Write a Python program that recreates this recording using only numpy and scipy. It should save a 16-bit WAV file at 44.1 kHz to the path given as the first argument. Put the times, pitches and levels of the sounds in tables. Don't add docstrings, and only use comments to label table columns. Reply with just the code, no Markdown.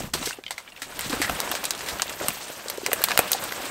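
import sys
import numpy as np
from scipy import signal
from scipy.io import wavfile
from scipy.ndimage import uniform_filter1d

SR = 44100
rng = np.random.default_rng(int(sys.argv[2]) if len(sys.argv) > 2 else 0)


def gain_from_db(level_db):
    decades = np.asarray(level_db, float) / 20
    return 10 ** decades


def unload_audio(sound):
    columns = np.transpose(np.atleast_2d(sound))
    steps = np.round(np.clip(columns, -1, 1) * 32767)
    wavfile.write(sys.argv[1], SR, steps.astype(np.int16))


N = 163170


def evened(x):
    return x / np.sqrt(np.mean(x ** 2) + 1e-20)


def read(points, hz):
    f, value = np.transpose(points)
    return np.interp(np.log(hz + 1), np.log(f + 1), value)


def add(mix, s, sound):
    part = mix[max(round(s * SR), 0):][:len(sound)]
    part += sound[:len(part)]


def colour(x, points):
    log_gain = np.log(gain_from_db(read(points, abs(np.fft.fftfreq(4096, 1 / SR)))))
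    response = np.exp(np.conj(signal.hilbert(log_gain)))
    impulse = np.fft.ifft(response).real[:2048]
    return signal.oaconvolve(x, impulse / np.linalg.norm(impulse))[:len(x)]


def resonate(x, hz, width):
    turn = np.exp(2j * np.pi * hz * np.arange(len(x)) / SR)
    r = np.exp(-np.pi * width / SR)
    return 2 * (turn * signal.lfilter([1 - r], [1, -r], x / turn)).real


# t/s, leaves level/dB, brush level/dB, ground level/dB
DRAG_EFFORT = [(0, -33, -31, -28), (.2, -36.5, -37.5, -33.5), (.29, -33.5, -47.5, -40.5),
               (.4, -52, -50.5, -55), (.75, -50.5, -49.5, -54.5), (1.05, -36.5, -36.5, -37),
               (1.25, -33, -34.5, -38), (1.5, -35, -29.5, -45.5), (1.75, -41.5, -39.5, -50),
               (1.92, -35.5, -34.5, -45), (2.18, -40, -39, -46), (2.23, -33, -31.5, -43),
               (2.45, -38, -41, -57), (2.66, -42, -38, -54), (2.8, -41.5, -39, -47),
               (3.05, -35.5, -34, -45), (3.7, -35, -33.5, -50)]


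def drag(column):
    t, rows = np.arange(N) / SR, np.array(DRAG_EFFORT)
    lull_s, fade_s, lull_db = 0.135, 0.13, -19.5
    lull = np.clip(1 - (lull_s - t) / fade_s, 0, 1) * (t < lull_s)
    return gain_from_db(np.interp(t, rows[:, 0], rows[:, column]) + lull_db * lull)


def random_pops(per_s, spread_db, limit):
    size = gain_from_db(spread_db * np.minimum(rng.exponential(1, N), limit))
    return size * (rng.random(N) < per_s / SR)


def rustle(points, per_s, spread_db, grain_s, hiss_db, patch_db):
    size = random_pops(per_s, spread_db, limit=3)
    bursts = signal.oaconvolve(size ** 2, np.exp(-np.arange(2000) / (grain_s * SR)))[:N]
    power = abs(bursts) / bursts.mean() + gain_from_db(2 * hiss_db)
    hz, t, z = signal.stft(np.sqrt(power) * rng.standard_normal(N), SR, nperseg=256)
    patches = uniform_filter1d(rng.standard_normal(z.shape), size=22, axis=0)
    patches = evened(uniform_filter1d(patches, size=7, axis=1))
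    noise = signal.istft(z * gain_from_db(patch_db * patches), SR, nperseg=256)[1][:N]
    return evened(colour(noise, points))


# f/Hz, level/dB
LEAF_TONE = [(350, -26), (700, -17), (2700, -0.5), (6500, -6), (10500, -12.5), (14000, -14), (16000, -13)]


def leaves():
    sound = rustle(LEAF_TONE, per_s=230.0, spread_db=5.5, grain_s=0.003, hiss_db=6.0, patch_db=3.0)
    return drag(1) * sound


# f/Hz, level/dB
BRUSH_TONE = [(60, -14.5), (250, -4.5), (500, 0.5), (1600, -2.5), (4000, -15), (8000, -32)]


def brush():
    sound = rustle(BRUSH_TONE, per_s=260., spread_db=6.5, grain_s=0.016, hiss_db=-8.5, patch_db=0.6)
    return drag(2) * sound


# f/Hz, level/dB
GROUND_TONE = [(20, 11.5), (50, -2), (150, -1.5), (300, -5), (700, -42)]


def ground():
    sound = rustle(GROUND_TONE, per_s=30., spread_db=2.5, grain_s=.02, hiss_db=1., patch_db=1.2)
    return drag(3) * sound


def crackle():
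    size = random_pops(per_s=350., spread_db=4.5, limit=4)
    kind, out = rng.integers(0, 16, N), np.zeros(N)
    for k, hz in enumerate(np.geomspace(600., 7000., num=16)):
        cycles = np.arange(800) / SR * hz
        pop = np.sin(2 * np.pi * cycles) * gain_from_db(-60 * cycles / 9.5)
        out += signal.oaconvolve(size * (kind == k), pop)[:N]
    return gain_from_db(-5.5) * drag(1) * evened(out)


def pats(rows, rise_cycles, ring_cycles, rough):
    out = np.zeros(N)
    for s, db, hz in rows:
        cycles = np.arange(8000) / SR * hz
        decay = gain_from_db(db - 60 * np.maximum(cycles - rise_cycles, 0) / ring_cycles)
        shape = np.minimum(cycles / rise_cycles, 1) * decay
        grit = evened(resonate(resonate(rng.standard_normal(len(cycles)), hz, hz), hz, hz))
        add(out, s, shape * (np.sin(2 * np.pi * cycles) + rough * grit))
    return out


# t/s, peak level/dB, f/Hz
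GROUND_BUMPS = [(.008, -34, 170), (.032, -28.5, 140.5), (.085, -33, 72), (.15, -36.5, 80), (.385, -29, 384),
                (.816, -37, 282), (1.052, -27, 143), (1.097, -23.5, 305), (1.127, -21.5, 242),
                (1.198, -20, 299), (1.212, -27, 103), (1.25, -33, 150), (1.495, -33, 187), (1.5, -22, 350),
                (1.59, -34, 218), (2.21, -34, 320), (2.28, -30, 232), (3.518, -28, 410), (3.638, -30, 295)]


def bumps():
    return gain_from_db(-3.) * pats(GROUND_BUMPS, rise_cycles=1.35, ring_cycles=17.3, rough=0.59)


def trees(x):
    at = np.arange(80, 9000, 22)
    echo = np.zeros(9100)
    fade = gain_from_db(-60 * at / SR / 0.1)
    echo[at + rng.integers(0, 22, len(at))] = rng.choice([-1., 1.], len(at)) * fade
    return gain_from_db(-14) * signal.oaconvolve(x, echo / np.linalg.norm(echo))[:N]


def struck_wood(rows, rise_s, t60, rough, second, second_db):
    out, t = np.zeros(N), np.arange(6000) / SR
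    for s, db, hz in rows:
        rise = np.sin(np.pi / 2 * np.minimum(t / rise_s, 1)) ** 2
        shape = rise * gain_from_db(db - 60 * np.maximum(t - rise_s, 0) / t60)
        grit = rng.standard_normal(len(t))
        for _ in range(3):
            grit = resonate(grit, hz, hz)
        tone = np.sin(2 * np.pi * hz * t) + gain_from_db(second_db) * np.sin(2 * np.pi * hz * second * t)
        add(out, s, shape * (tone + rough * evened(grit)))
    return out


# t/s, peak level/dB, f/Hz
STICK_KNOCKS = [(0.03, -27.5, 390), (0.148, -18.5, 374), (0.212, -24.5, 253), (0.271, -20, 420),
                (0.385, -31.5, 544), (1.132, -17, 478), (1.293, -15.5, 708), (2.21, -30, 607),
                (2.255, -27, 680), (2.657, -29, 460), (2.778, -19, 405), (2.831, -19, 396),
                (2.882, -22, 424), (2.892, -23, 445), (2.916, -19.5, 697), (2.929, -19, 456),
                (3.004, -25, 442), (3.156, -22.5, 650), (3.346, -19.5, 780)]


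def knocks():
    return struck_wood(STICK_KNOCKS, rise_s=0.0047, t60=.022, rough=.33, second=2.3, second_db=-16)


# t/s, peak level/dB
BOOT_STEPS = [
    (0.098, -48),
    (1.292, -21),
    (1.919, -29.5),
    (2.283, -29),
    (3.186, -47),
]


def steps():
    out, t = np.zeros(N), np.arange(12000) / SR
    for s, db in BOOT_STEPS:
        earth = evened(resonate(rng.standard_normal(len(t)), 96.0, 150.0))
        push = np.sin(2 * np.pi * 54 * t) + 1.3 * earth
        add(out, s, push * np.minimum(t / 0.0063, 1) * gain_from_db(db - 7.5 - 60 * t / 0.22))
    return out


# f/Hz, level/dB
CRACK_TONE = [(100, -56), (1000, -14.5), (4000, 14.5), (9000, 5), (16000, -1.5)]
# f/Hz, level/dB
WOOD_TONE = [(60, -68), (500, 4), (1100, 2.5), (2200, 2.5), (4500, -9), (9000, -19.5)]


def snaps(rows, rise_s, splinter_db):
    crack, fizz, wood, t = np.zeros(N), np.zeros(N), np.zeros(N), np.arange(8000) / SR
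    lag_s = 0.001006
    head, rise = gain_from_db(-60 * t / 0.0031), np.minimum((t + 1 / SR) / rise_s, 1)
    for s, crack_db, wood_db, t60, fizz_db in rows:
        crack_noise, wood_noise, flutter = rng.standard_normal((3, len(t)))
        ragged = 2.35 * evened(uniform_filter1d(flutter, 50))
        tail = gain_from_db(-60 * t / np.clip(t60, .01, .4) + ragged)
        crack_noise[:12] = np.sign(crack_noise[:12])
        split = rise * crack_noise * (0.65 * head ** 4 + head + gain_from_db(splinter_db) * tail)
        add(crack, s + lag_s, split * gain_from_db(crack_db - 10.0))
        add(fizz, s + lag_s, split * gain_from_db(fizz_db + 6.0))
        burst = rise * wood_noise * (head ** .5 + gain_from_db(-9.5) * tail)
        ring = sum(resonate(burst, hz, 394.0) for hz in rng.uniform(980, 3140, 4))
        add(wood, s + lag_s, gain_from_db(wood_db - 1) * (burst + 0.97 * ring))
    low = signal.butter(3, 9800, "low", fs=SR, output="sos")
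    high = signal.butter(3, 9800, "high", fs=SR, output="sos")
    bright = signal.sosfilt(low, crack) + signal.sosfilt(high, fizz)
    return colour(bright, CRACK_TONE) + colour(wood, WOOD_TONE)


# t/s, crack peak level/dB, wood level/dB, splinter t60/s
FAR_TWIGS = [(0.1357, -8, -20, 0.11), (0.227, -24, -30, 0.26), (0.2549, -9.5, -45, 0.13),
             (0.5065, -15, -26, 0.094), (0.5782, -20.5, -28.5, 0.1), (0.8172, -15.5, -27, 0.12),
             (0.9918, -15, -27.5, 0.12), (1.0085, -17.5, -30, 0.36), (1.0957, -12.5, -35, 0.16),
             (1.1074, -15.5, -40, 0.068), (1.1274, -16, -23, 0.21), (1.216, -6, -16, 0.18),
             (1.2952, -17, -15.5, 0.035), (1.4016, -4, -35, 0.015), (1.5147, -10.5, -23.5, 0.085),
             (1.551, -10, -22.5, 0.12), (1.6406, -10, -25, 0.075), (1.6527, -6.5, -27, 0.056),
             (1.706, -3, -29, 0.043), (1.749, -18.5, -35, 0.07), (1.777, -20.5, -42, 0.08),
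             (1.7904, -17, -38, 0.05), (1.8067, -16, -26, 0.068), (1.861, -18, -30.5, 0.24),
             (1.8845, -10, -27.5, 0.15)]


def far_snaps():
    rows = [(*row, row[1] - 19.) for row in FAR_TWIGS]
    early = snaps(rows[:6], rise_s=0.001, splinter_db=-3.5)
    return early + snaps(rows[6:], rise_s=.0001, splinter_db=-7.0)


# t/s, peak level/dB, f/Hz
STICK_CLACKS = [(0.2244, -25.5, 3930), (0.2723, -21.5, 2130), (0.307, -25.5, 1510), (0.3279, -27.5, 2720),
                (0.4375, -34, 2430), (0.4634, -26, 3110), (0.479, -27, 3020), (0.506, -27.5, 1420),
                (0.5794, -45, 2340), (0.676, -33.5, 2340), (0.7203, -34.5, 2770), (0.762, -32.5, 2680),
                (0.7744, -33.5, 2300), (0.922, -30.5, 1450), (1.2451, -20.5, 1950), (1.2785, -24, 1900)]


def clacks():
    return struck_wood(STICK_CLACKS, rise_s=0.0017, t60=.027, rough=.6, second=.7, second_db=-6)


# t/s, peak level/dB, f/Hz
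BARK_TICKS = [(.4385, -22, 3970), (.688, -33, 2500), (1.201, -27, 2100), (1.402, -12, 975),
              (1.475, -22, 900), (1.493, -15, 6000), (1.515, -13, 1180), (1.522, -18, 1120),
              (1.54, -20, 666), (1.6395, -17.5, 2630), (1.736, -20, 3400), (1.832, -26, 1880),
              (1.9965, -8, 1380), (2.026, -17.5, 1080), (2.08, -16, 3480), (2.105, -22, 1310),
              (2.2, -20, 1820), (2.211, -20, 400), (2.553, -32, 1590), (2.683, -29, 3390),
              (2.808, -28, 1260), (3.0425, -6, 8500), (3.085, -15.5, 870), (3.107, -7, 1210),
              (3.191, 6, 8300), (3.23, -24, 700), (3.644, -20, 840)]


def ticks():
    return pats(BARK_TICKS, rise_cycles=0.47, ring_cycles=7.9, rough=0.43)


# t/s, peak level/dB, f/Hz
FRACTURE_SPIKES = [(.9925, -7, 12600), (1.0095, -7.5, 8500), (1.217, -6, 8950), (1.4025, -6, 12500),
                   (1.515, -2, 12600), (1.6395, -12, 11900), (1.642, -11, 11900), (1.654, -4, 9000),
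                   (1.7068, -19, 12400), (2.0198, -10, 12500), (2.2835, -4, 12200), (2.699, -20, 12700),
                   (2.8625, -10, 13100), (2.9315, -5, 13300), (3.0395, 9, 12900), (3.116, -15.5, 11000),
                   (3.1755, 1, 12400), (3.191, -9, 13000), (3.318, -4.5, 12200)]


def spikes():
    return pats(FRACTURE_SPIKES, rise_cycles=0.42, ring_cycles=6.6, rough=0.24)


# t/s, crack peak level/dB, wood level/dB, fizz above 10 kHz level/dB
NEAR_TWIGS = [(1.9968, -45, -19, -46), (2.019, 1, -17, -30), (2.0941, -12, -27, -27), (2.2, -23, -31, -28),
              (2.2826, -4, -18.5, -10), (2.304, -15, -29, -31), (2.6829, -11, -48, -29),
              (2.6985, -7, -24, -18), (2.7742, -18.5, -43, -33), (2.8622, -2.5, -20, -24),
              (2.9158, -23, -19.5, -36), (2.9303, -6, -18.5, -8.5), (3.017, -14, -25, -24),
              (3.0385, 3.5, -20.5, -12), (3.043, -19, -22, -26), (3.0848, -6.5, -23, -25),
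              (3.0976, -12, -27, -41), (3.107, -12, -19, -49), (3.1156, -7, -16.5, -44),
              (3.1747, -3.5, -17, -12.5), (3.1898, -7, -10, -7), (3.198, -31, -43, -36),
              (3.3165, -3, -23.5, -8), (3.3307, 1, -52, -12), (3.4381, -14, -49, -17),
              (3.5215, -12, -26, -39), (3.654, -18, -31, -26)]


def near_snaps():
    rows = [(s, crack_db, wood_db, .045, fizz_db) for s, crack_db, wood_db, fizz_db in NEAR_TWIGS]
    return snaps(rows, rise_s=.0001, splinter_db=-10.5)


def scrape():
    start_s, end_s = 2.94, 3.15
    u = np.clip((np.arange(N) / SR - start_s) / (end_s - start_s), 0, 1)
    note = evened(resonate(rng.standard_normal(N), 1660, 110.0))
    return gain_from_db(-35) * np.sin(np.pi * u) * note


# t/s, peak level/dB, f/Hz
BRANCH_BREAK = [
    (3.1912, -10, 435),
]


def branch_break():
    return struck_wood(BRANCH_BREAK, rise_s=0.00045, t60=0.021, rough=1.0, second=1.74, second_db=0.5)


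def scene():
    drag_bed = leaves() + brush() + ground()
    small = crackle() + bumps() + ticks() + spikes()
    hits = knocks() + far_snaps() + clacks() + near_snaps() + branch_break()
    echoed = hits + small
    return (echoed + trees(echoed) + drag_bed + steps() + scrape())[None]


def band_limit(x):
    return signal.sosfilt(signal.butter(12, 16490, fs=SR, output="sos"), x)


# f/Hz, width/Hz, level/dB
CAPSULE = [(8280, 1090, 3), (12800, 1170, 3)]


def record(dry):
    x = dry[0] + sum(gain_from_db(db) * resonate(dry[0], hz, width) for hz, width, db in CAPSULE)
    x = signal.sosfilt(signal.ellip(10, .3, 38, 15750, fs=SR, output="sos"), x)
    x = signal.sosfilt(signal.butter(2, 42, "high", fs=SR, output="sos"), x)
    mix = np.clip(gain_from_db(-4.5) * x, -1, 1)[None]
    return band_limit(mix)


dry = scene()
out = record(dry)
unload_audio(out)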